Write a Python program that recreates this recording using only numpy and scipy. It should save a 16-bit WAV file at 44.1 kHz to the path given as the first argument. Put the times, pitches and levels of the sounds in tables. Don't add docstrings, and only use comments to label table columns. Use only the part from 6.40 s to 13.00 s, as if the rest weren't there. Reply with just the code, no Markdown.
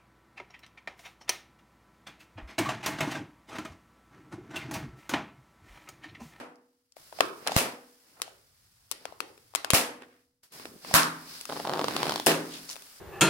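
import sys
import numpy as np
from scipy import signal
from scipy.fft import rfft, irfft
from scipy.io import wavfile

SR = 44100
rng = np.random.default_rng(int(sys.argv[2]) if len(sys.argv) > 2 else 0)


def to_wav(sig):
    pcm = np.clip(np.atleast_2d(sig), -1, 1) * 32767
    pcm = np.round(pcm).astype(np.int16)
    wavfile.write(sys.argv[1], SR, pcm.T)


N = 291060
TIME = np.arange(N) / SR
HIT_SAMPLES = 4096
HIT_TIME = np.arange(HIT_SAMPLES) / SR
HIT_FREQS = np.maximum(np.fft.rfftfreq(HIT_SAMPLES, 1 / SR), 1)
ROOM_CHANGE_S = 4.0

# start_s, crack_db, thump_db, room_db, ring_hz, ring_db, treble_db
SNAPS = [(-.16, -8, -35, -7.5, 1370, 1.5, -3.5), (1.1644, -10, -4.5, -9, 428, 1.5, 2.5),
         (3.3344, -10, -5.5, -4.5, 900, -0.5, 4), (4.54, -7, -11.5, -1, 1130, 10, 3.5),
         (5.8677, -7, -38, -5, 480, 8, -6)]
# freq_hz, gain_db
SNAP_EQ = [(60, -14.5), (270, -2.5), (700, 2.5), (1500, 1), (2700, -3.5), (4000, -6.5), (5200, -6.5),
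           (6500, -9.5), (10000, -9), (13000, -12), (16000, -16)]
def lever_snaps(thump_hz=102, thump_decay_s=0.0028, scrape_lead_s=0.0034):
    out = np.zeros((2, N))
    phase = 2 * np.pi * thump_hz * HIT_TIME + .5 + .17 * np.array([[1], [-1]])
    thump = np.cos(phase) * np.exp(-HIT_TIME / thump_decay_s) * (1 - np.exp(-HIT_TIME / 0.00021))
    tail_eq = [(60, -2), (200, 0.7), (600, -0.85), (2000, -0.1), (6000, 4), (14000, 8.5)]
    for start_s, crack_db, thump_db, room_db, ring_hz, ring_db, treble_db in SNAPS:
        direct = hit_tone(SNAP_EQ, 560, 5.4, treble_db)
        scrape = hit(direct, chatter_s=0.00071, chatter_db=20.5, metal_db=-12)
        add(out, start_s - scrape_lead_s, undb(crack_db - 20) * scrape)
        crack = hit(direct, chatter_s=0.00098, chatter_db=6.5, metal_db=-12.5)
        add(out, start_s, undb(crack_db) * crack + undb(thump_db) * thump)
        radiated = hit_tone(SNAP_EQ, ring_hz, ring_db, treble_db, octaves=0.53)
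        add(out, start_s, undb(room_db - 11) * bail_rattle(radiated))
        walls = room_impulse(tail_eq, late=int(start_s > ROOM_CHANGE_S))
        tail = unit_energy(signal.fftconvolve(walls, irfft(radiated)[None], axes=1))
        add(out, start_s, undb(room_db) * np.sqrt(0.002 * SR) * tail)
    return out


def bail_rattle(tone, landings=7, span_s=0.07, fall_db=14):
    out = np.zeros((2, 2 * HIT_SAMPLES))
    for when, softness in rng.uniform(0, 1, (landings, 2)):
        landing = hit(tone, chatter_s=0.00042, chatter_db=4, metal_db=10)
        add(out, 0.013 + span_s * when, undb(-fall_db * when - 2.3 * softness) * landing)
    return out


# start_s, level_db, ring_hz, ring_db, treble_db, pan_left_db, bounce_db
CATCHES = [(.157, -57.5, 5430, 12, 27, 6, -16), (.522, -50.5, 5450, 13, 17, 4, -23),
           (.8068, -9, 1850, 5.5, -6, 5.5, -21.5), (1.0738, -16, 1590, 4, -0.5, 1.5, -8),
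           (1.8183, -19, 560, 4.5, 12, 7, -17), (2.514, -19.5, 4300, -0.5, 15.5, 11, -8.5),
           (2.654, -26, 613, 6, -4.5, 4, -19), (2.8043, -21, 600, 5.5, -2.5, 8.5, -21.5),
           (2.9778, -48.5, 800, -13, -5, 11, -20), (3.15, -14, 2850, 0, 8.5, 10, -4.5),
           (3.2461, -20, 1280, 7.5, -3.5, 7.5, -16), (3.304, -9.5, 2280, 5, 12, 8.5, -12),
           (4.6316, -21, 4900, 17, 5, -25, -27), (5.0114, -30.5, 7040, 0, 14, 0, -16),
           (5.054, -30, 1188, 10.5, 13.5, 5, -24), (5.863, -13.5, 10200, 4, 33, 8, 0),
           (6.292, -30.5, 5560, 25, -7, 6, -0.5), (6.357, -36, 1040, 0, 0, 9, 0.5),
           (6.422, -41, 8000, 2, 6, 2, -20)]
# start_s, level_db, ring_hz, pan_left_db
KNOCKS = [(0.5673, -39, 590, 12), (0.726, -34, 680, 7), (.788, -30, 690, -9), (.806, -8.5, 665, 3),
          (.829, -33, 650, 5), (1.0666, -22.5, 666, 5), (1.094, -24.5, 653, -1), (1.1189, -20, 700, 4),
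          (1.8004, -42, 860, 9), (1.8789, -39.5, 700, 7), (2.724, -38.5, 650, 13), (3.1377, -43, 799, 9.5),
          (3.6217, -38.5, 268, -2), (4.1978, -38, 380, 3), (4.2548, -30.5, 330, -1), (4.448, -33.5, 563, 2),
          (4.5121, -27, 680, 0)]
# freq_hz, gain_db
CLICK_EQ = [(60, -26), (200, -9), (450, 4), (1100, 4.5), (1600, -2), (2600, -4), (4500, -4), (6500, -8.5),
            (10000, -7.5), (13000, -14.5), (16000, -19)]
def clicks_and_knocks(bounce_s=.0073, knock_ring_db=12, knock_treble_db=-13):
    blows = [(s, db, hz, knock_ring_db, knock_treble_db, pan_db) for s, db, hz, pan_db in KNOCKS]
    for start_s, level_db, *voicing, bounce_db in CATCHES:
        blows += [(start_s, level_db, *voicing), (start_s + bounce_s, level_db + bounce_db, *voicing)]
    close, send = np.zeros((2, N)), np.zeros((2, N))
    for start_s, level_db, ring_hz, ring_db, treble_db, pan_db in blows:
        tone = hit_tone(CLICK_EQ, ring_hz, ring_db, treble_db, octaves=0.39)
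        click = hit(tone, chatter_s=0.0011, chatter_db=6, metal_db=0)
        pan = undb(np.array([[pan_db], [-pan_db]]) / 2)
        add(close, start_s, undb(level_db) * click * pan / np.sqrt(np.mean(pan ** 2)))
        blend = hit_tone(CLICK_EQ, ring_hz, 0.29 * ring_db, treble_db, octaves=0.5)
        add(send, start_s, undb(level_db) * hit(blend, chatter_s=0.00092, chatter_db=1.5, metal_db=-15))
    return close, send


# start_s, level_db
JERKS = [(5.0974, -26.5), (5.1236, -26), (5.1654, -28), (5.1995, -25), (5.2511, -24), (5.2954, -20),
         (5.3357, -20), (5.3933, -18), (5.4139, -21.5), (5.443, -17.5), (5.4832, -17.5), (5.5651, -17.5),
         (5.6306, -15.5), (5.668, -22), (5.695, -18.5), (5.7214, -21), (5.759, -20), (5.7987, -22)]
# time_s, small_slip_db, treble_db
STRAIN = [(5.1, -29, -6), (5.15, -26.5, -5), (5.22, -32, -4), (5.28, -23.5, -2), (5.43, -23, -2),
          (5.47, -35, 4), (5.54, -34, 13), (5.63, -29.5, 4), (5.72, -27, 13), (5.8, -31, 17)]
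# time_s, rate_hz
SLIP_RATE = [(5.1, 42), (5.23, 24), (5.28, 48), (5.45, 52), (5.52, 76), (5.7, 76), (5.78, 50)]
# freq_hz, gain_db
CREAK_EQ = [(30, -33), (70, -11.5), (200, 1), (550, 8), (1000, 3), (1600, -2.5), (2200, -11), (3800, -7),
            (5200, -10.5), (6500, -19.5), (10000, -22), (16000, -30)]
def lever_creak(jitter_s=.0007, scatter_db=2.5, give_s=.0052, settle_s=.007, shell_hz=900):
    strain_s, slip_db, treble_db = np.transpose(STRAIN)
    slips = list(JERKS)
    for (start_s, _), (end_s, _) in zip(JERKS, JERKS[1:]):
        rate_hz = np.interp((start_s + end_s) / 2, *np.transpose(SLIP_RATE))
        steps = int(round((end_s - start_s) * rate_hz))
        for s in np.linspace(start_s, end_s, steps + 1)[1:-1]:
            slips.append((rng.normal(s, jitter_s), rng.normal(np.interp(s, strain_s, slip_db), scatter_db)))
    out = np.zeros((2, N))
    for s, db in slips:
        hard_db = np.interp(s, strain_s, treble_db)
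        tap_db = np.interp(s, strain_s, slip_db) - 0.53 * hard_db
        early, late = rng.uniform(.8, 1.2, 2)
        give = (s - give_s * early, tap_db - 7, hard_db - 13)
        settle = (s + settle_s * late, tap_db - 3, hard_db - 13)
        for start_s, level_db, bright_db in [(s, db, hard_db), give, settle]:
            ring_hz = shell_hz * np.exp(rng.normal(0, 0.056))
            tone = hit_tone(CREAK_EQ, ring_hz, 4, bright_db, octaves=0.29)
            slip = hit(tone, chatter_s=0.0011, chatter_db=2, metal_db=-19, right_lag_s=.00004)
            add(out, start_s, undb(level_db) * slip)
    return out


# pitch_hz, t60_s, level_db
BUCKLE_MODES = [(2540, 0.0089, -13), (2680, .015, -8), (3430, 0.023, -15.5), (4050, .02, -15),
                (5300, 0.055, -13), (7130, .012, -15.5), (10260, .015, -13), (12150, .05, -22),
                (14300, .04, -21)]
def hit(tone, chatter_s, chatter_db, metal_db, right_lag_s=0.00011):
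    burst = rng.standard_normal((2, HIT_SAMPLES)) * np.sqrt(HIT_TIME) * np.exp(-HIT_TIME / chatter_s)
    chatter = stereo_spectra(unit_energy(burst), split_hz=1000)
    low_cut = HIT_FREQS / (HIT_FREQS - 900j)
    force = 1 + undb(chatter_db) * chatter * low_cut
    ring = 0
    for pitch_hz, t60_s, level_db in BUCKLE_MODES:
        detune = rng.normal(1, 0.0027)
        phase = 2 * np.pi * pitch_hz * detune * HIT_TIME + rng.uniform(0, 2 * np.pi, (2, 1))
        ring += undb(level_db) * unit_energy(np.sin(phase) * undb(-60 * HIT_TIME / t60_s))
    delay = np.exp(-2j * np.pi * HIT_FREQS * np.array([[0], [right_lag_s]]))
    blow = irfft((force + undb(metal_db) * rfft(ring)) * tone * delay)
    return unit_energy(blow * np.linspace(1, 0, HIT_SAMPLES)) * np.sqrt(0.0014 * SR)


def hit_tone(eq, ring_hz, ring_db, treble_db, octaves=0.52):
    bell_db = ring_db * np.exp(-.5 * (np.log2(HIT_FREQS / ring_hz) / octaves) ** 2)
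    shelf_db = treble_db * HIT_FREQS ** 2 / (HIT_FREQS ** 2 + 2800 ** 2)
    cepstrum = irfft(np.log(undb(curve_at(eq, HIT_FREQS) + bell_db + shelf_db)))
    cepstrum[1:HIT_SAMPLES // 2] *= 2
    cepstrum[HIT_SAMPLES // 2 + 1:] = 0
    return np.exp(rfft(cepstrum))


# start_s, length_s, rub_db, swish_db
STROKES = [(0.73, 0.19, -58, -47), (0.984, 0.4, -44, -50), (1.55, 0.47, -68.5, -75),
           (2.498, 0.28, -64, -62), (2.86, 0.065, -70, -62), (4.1, 0.22, -52, -52.5),
           (4.407, 0.3, -44.5, -41), (4.697, 0.32, -57, -57), (4.849, 0.22, -85, -45.5),
           (5.052, 0.24, -49.5, -43.5), (5.39, 0.47, -37, -42.5), (6.03, .3, -55, -52)]
# freq_hz, gain_db
RUB_EQ = [(30, -38), (70, -16.5), (150, 1.5), (280, 2.5), (600, -3.5), (1300, -4.5), (2500, -7),
          (5000, -29)]
SWISH_EQ = [(500, -7), (1500, -0.5), (3200, -1.5), (5000, 8), (6500, -5), (10500, -3.5), (13000, -8.5),
            (16000, -6)]
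def sleeve_rustle():
    envelopes = np.zeros((2, N))
    for start_s, length_s, rub_db, swish_db in STROKES:
        add(envelopes, start_s, undb([[rub_db], [swish_db]]) * swell(length_s))
    rub = noise(RUB_EQ) * envelopes[0] * flutter(rate_hz=70, depth_db=2)
    swish = noise(SWISH_EQ) * envelopes[1] * flutter(rate_hz=190, depth_db=1.5)
    return rub + swish


# start_s, length_s, level_db, peak_hz
SLIDES = [(1.065, 0.034, -34, 1500), (1.083, 0.13, -40.5, 4620), (1.75, 0.072, -58, 900),
          (3.568, 0.29, -67.5, 1695), (3.6, 0.058, -54, 1690), (4.232, 0.19, -54, 276),
          (6.087, 0.12, -44.5, 3730), (6.277, 0.079, -40.5, 5590)]
def finger_slides():
    out = np.zeros((2, N))
    for start_s, length_s, level_db, hz in SLIDES:
        eq = [(hz / 20, -35), (hz / 6, -16), (hz / 2, -6), (hz, 0), (hz * 2, -9), (hz * 10, -48)]
        friction = noise(eq, size=SR) * flutter(rate_hz=300, depth_db=3)[:SR]
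        add(out, start_s, undb(level_db) * friction * swell(length_s))
    return out


# freq_hz, t60_s
ROOM_DECAY = [(80, 0.5), (250, 0.63), (560, 0.52), (1470, 0.49), (3880, 0.33), (10200, 0.3), (16000, 0.2)]
# freq_hz, gain_db
ROOM_EQ = [
    [(50, -6.5), (120, -1.5), (190, -1), (270, -2), (700, 2), (1500, -0.5), (2400, 2), (4000, 1.5),
     (9000, -0.5)],
    [(50, -34), (120, 3), (190, 1), (270, 1.5), (700, -6), (1500, -0.5), (2400, -0.5), (4000, 3),
     (9000, -1)],
]
# pitch_hz, t60_s, early_db, late_db
LINGERING_TONES = [(162.3, 0.68, -37, -14), (245, 0.72, -22, -26), (262.3, .9, -26.5, -23),
                   (301.6, 0.66, -22.5, -19.5), (388, 0.21, -25.5, -22), (485, 0.78, -23, -43.5),
                   (543, 0.43, -22, -34.5), (667, 0.33, -25.5, -26), (931, .4, -27, -43),
                   (1045, .35, -31, -44), (1306, 0.45, -30, -37), (1855, .35, -28.5, -27),
                   (2280, .35, -26, -35)]
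def room_impulse(eq, late, predelay_s=0.004, build_s=0.0026):
    t = np.arange(SR) / SR
    freqs = np.maximum(np.fft.rfftfreq(SR, 1 / SR), 1)
    gain = undb(curve_at(eq, freqs) + curve_at(ROOM_EQ[late], freqs))
    spectrum = stereo_spectra(rng.standard_normal((2, SR)), split_hz=800) * gain
    bands_hz = np.geomspace(60, 16000, 12)
    wash, tones = 0, 0
    for hz, share in zip(bands_hz, np.eye(len(bands_hz))):
        band = irfft(spectrum * np.interp(np.log(freqs), np.log(bands_hz), share), SR)
        wash += band * undb(-60 * t / curve_at(ROOM_DECAY, hz))
    for hz, t60_s, *levels_db in LINGERING_TONES:
        tones += undb(levels_db[late]) * unit_energy(np.sin(2 * np.pi * hz * t) * undb(-60 * t / t60_s))
    onset = 1 - np.exp(-np.maximum(t - predelay_s, 0) / build_s)
    return (unit_energy(wash) + undb(-5) * tones) * onset


def reverb(send, eq):
    after = TIME > ROOM_CHANGE_S
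    return sum(signal.fftconvolve(send * active, room_impulse(eq, late), axes=1)[:, :N]
               for late, active in enumerate([~after, after]))


# time_s, level_db
HISS_FADER = [(.25, -77), (.555, -80), (.565, -56), (1.0, -56), (1.6, -63), (1.8, -61), (2.1, -65.5),
              (3.3, -62.5), (3.8, -71.5), (4.025, -87.5), (4.034, -54), (4.118, -75.5), (4.123, -48),
              (4.26, -53.5), (4.33, -56), (5.5, -46.5), (6.25, -49), (6.6, -52.5)]
RUMBLE_FADER = [(0, -98), (.55, -90), (.6, -71.5), (1.6, -100), (1.8, -73.5), (3.1, -72.5), (3.9, -83),
                (4.1, -91), (4.15, -100), (6.6, -85)]
# freq_hz, gain_db
HISS_EQ = [(500, -7), (1400, -1), (2600, -4), (3800, -3), (5000, 2), (6500, -4), (10500, -2), (13000, -6),
           (16000, -5)]
def background():
    hiss = noise(HISS_EQ) * flutter(rate_hz=280, depth_db=1.2)
    hiss *= undb(np.interp(TIME, *np.transpose(HISS_FADER)))
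    rumble = noise([(20, -18.5), (55, -5.5), (110, -0.5), (300, -22.5), (2000, -52.5)])
    rumble *= undb(np.interp(TIME, *np.transpose(RUMBLE_FADER)))
    return hiss + rumble


def undb(db):
    return 10 ** (np.asarray(db) / 20)


def curve_at(points, hz):
    freqs, values = np.transpose(points)
    return np.interp(np.log(hz), np.log(freqs), values)


def add(track, start_s, sound):
    start = int(round(start_s * SR))
    first, end = max(start, 0), min(start + sound.shape[1], track.shape[1])
    if end > first:
        track[:, first:end] += sound[:, first - start:end - start]


def unit_energy(x):
    return x / np.sqrt(np.mean(np.sum(x ** 2, axis=-1)))


def stereo_spectra(pair, split_hz=850):
    freqs = np.fft.rfftfreq(pair.shape[1], 1 / SR)
    mid, side = rfft(pair)
    width = np.clip(.27 + freqs ** 3 / (freqs ** 3 + split_hz ** 3), 0, 1)
    return np.array([mid + width * side, mid - width * side]) / np.sqrt(1 + width ** 2)


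def noise(eq, size=N):
    freqs = np.maximum(np.fft.rfftfreq(size, 1 / SR), 1)
    x = irfft(stereo_spectra(rng.standard_normal((2, size))) * undb(curve_at(eq, freqs)), size)
    return x / x.std()


def flutter(rate_hz, depth_db):
    knots = rng.standard_normal(4096)
    return undb(depth_db * np.interp(TIME * rate_hz, np.arange(len(knots)), knots))


def swell(length_s):
    return np.sin(np.pi * np.clip(TIME[:SR] / length_s, 0, 1))


def scene():
    bed = background() + sleeve_rustle() + finger_slides()
    snaps = lever_snaps()
    clicks, send = clicks_and_knocks()
    click_room = reverb(send, eq=[(80, 9), (330, 11.5), (900, 3.5), (1600, 5), (2800, 5),
                                  (6000, 0.5), (14000, -1)])
    creak = lever_creak()
    creak_room = reverb(creak, eq=[(80, 8), (300, 10), (1000, 1), (2500, 5.1), (6000, 2.2), (14000, 1)])
    return snaps + clicks + creak + undb(-12.5) * click_room + undb(-9.5) * creak_room + bed


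def record(dry):
    ceiling, top_hz = .85, 15900
    low_pass = signal.ellip(10, .2, 90, top_hz, fs=SR, output="sos")
    return signal.sosfilt(low_pass, ceiling * np.tanh(dry / ceiling))


dry = scene()
out = record(dry)
to_wav(out)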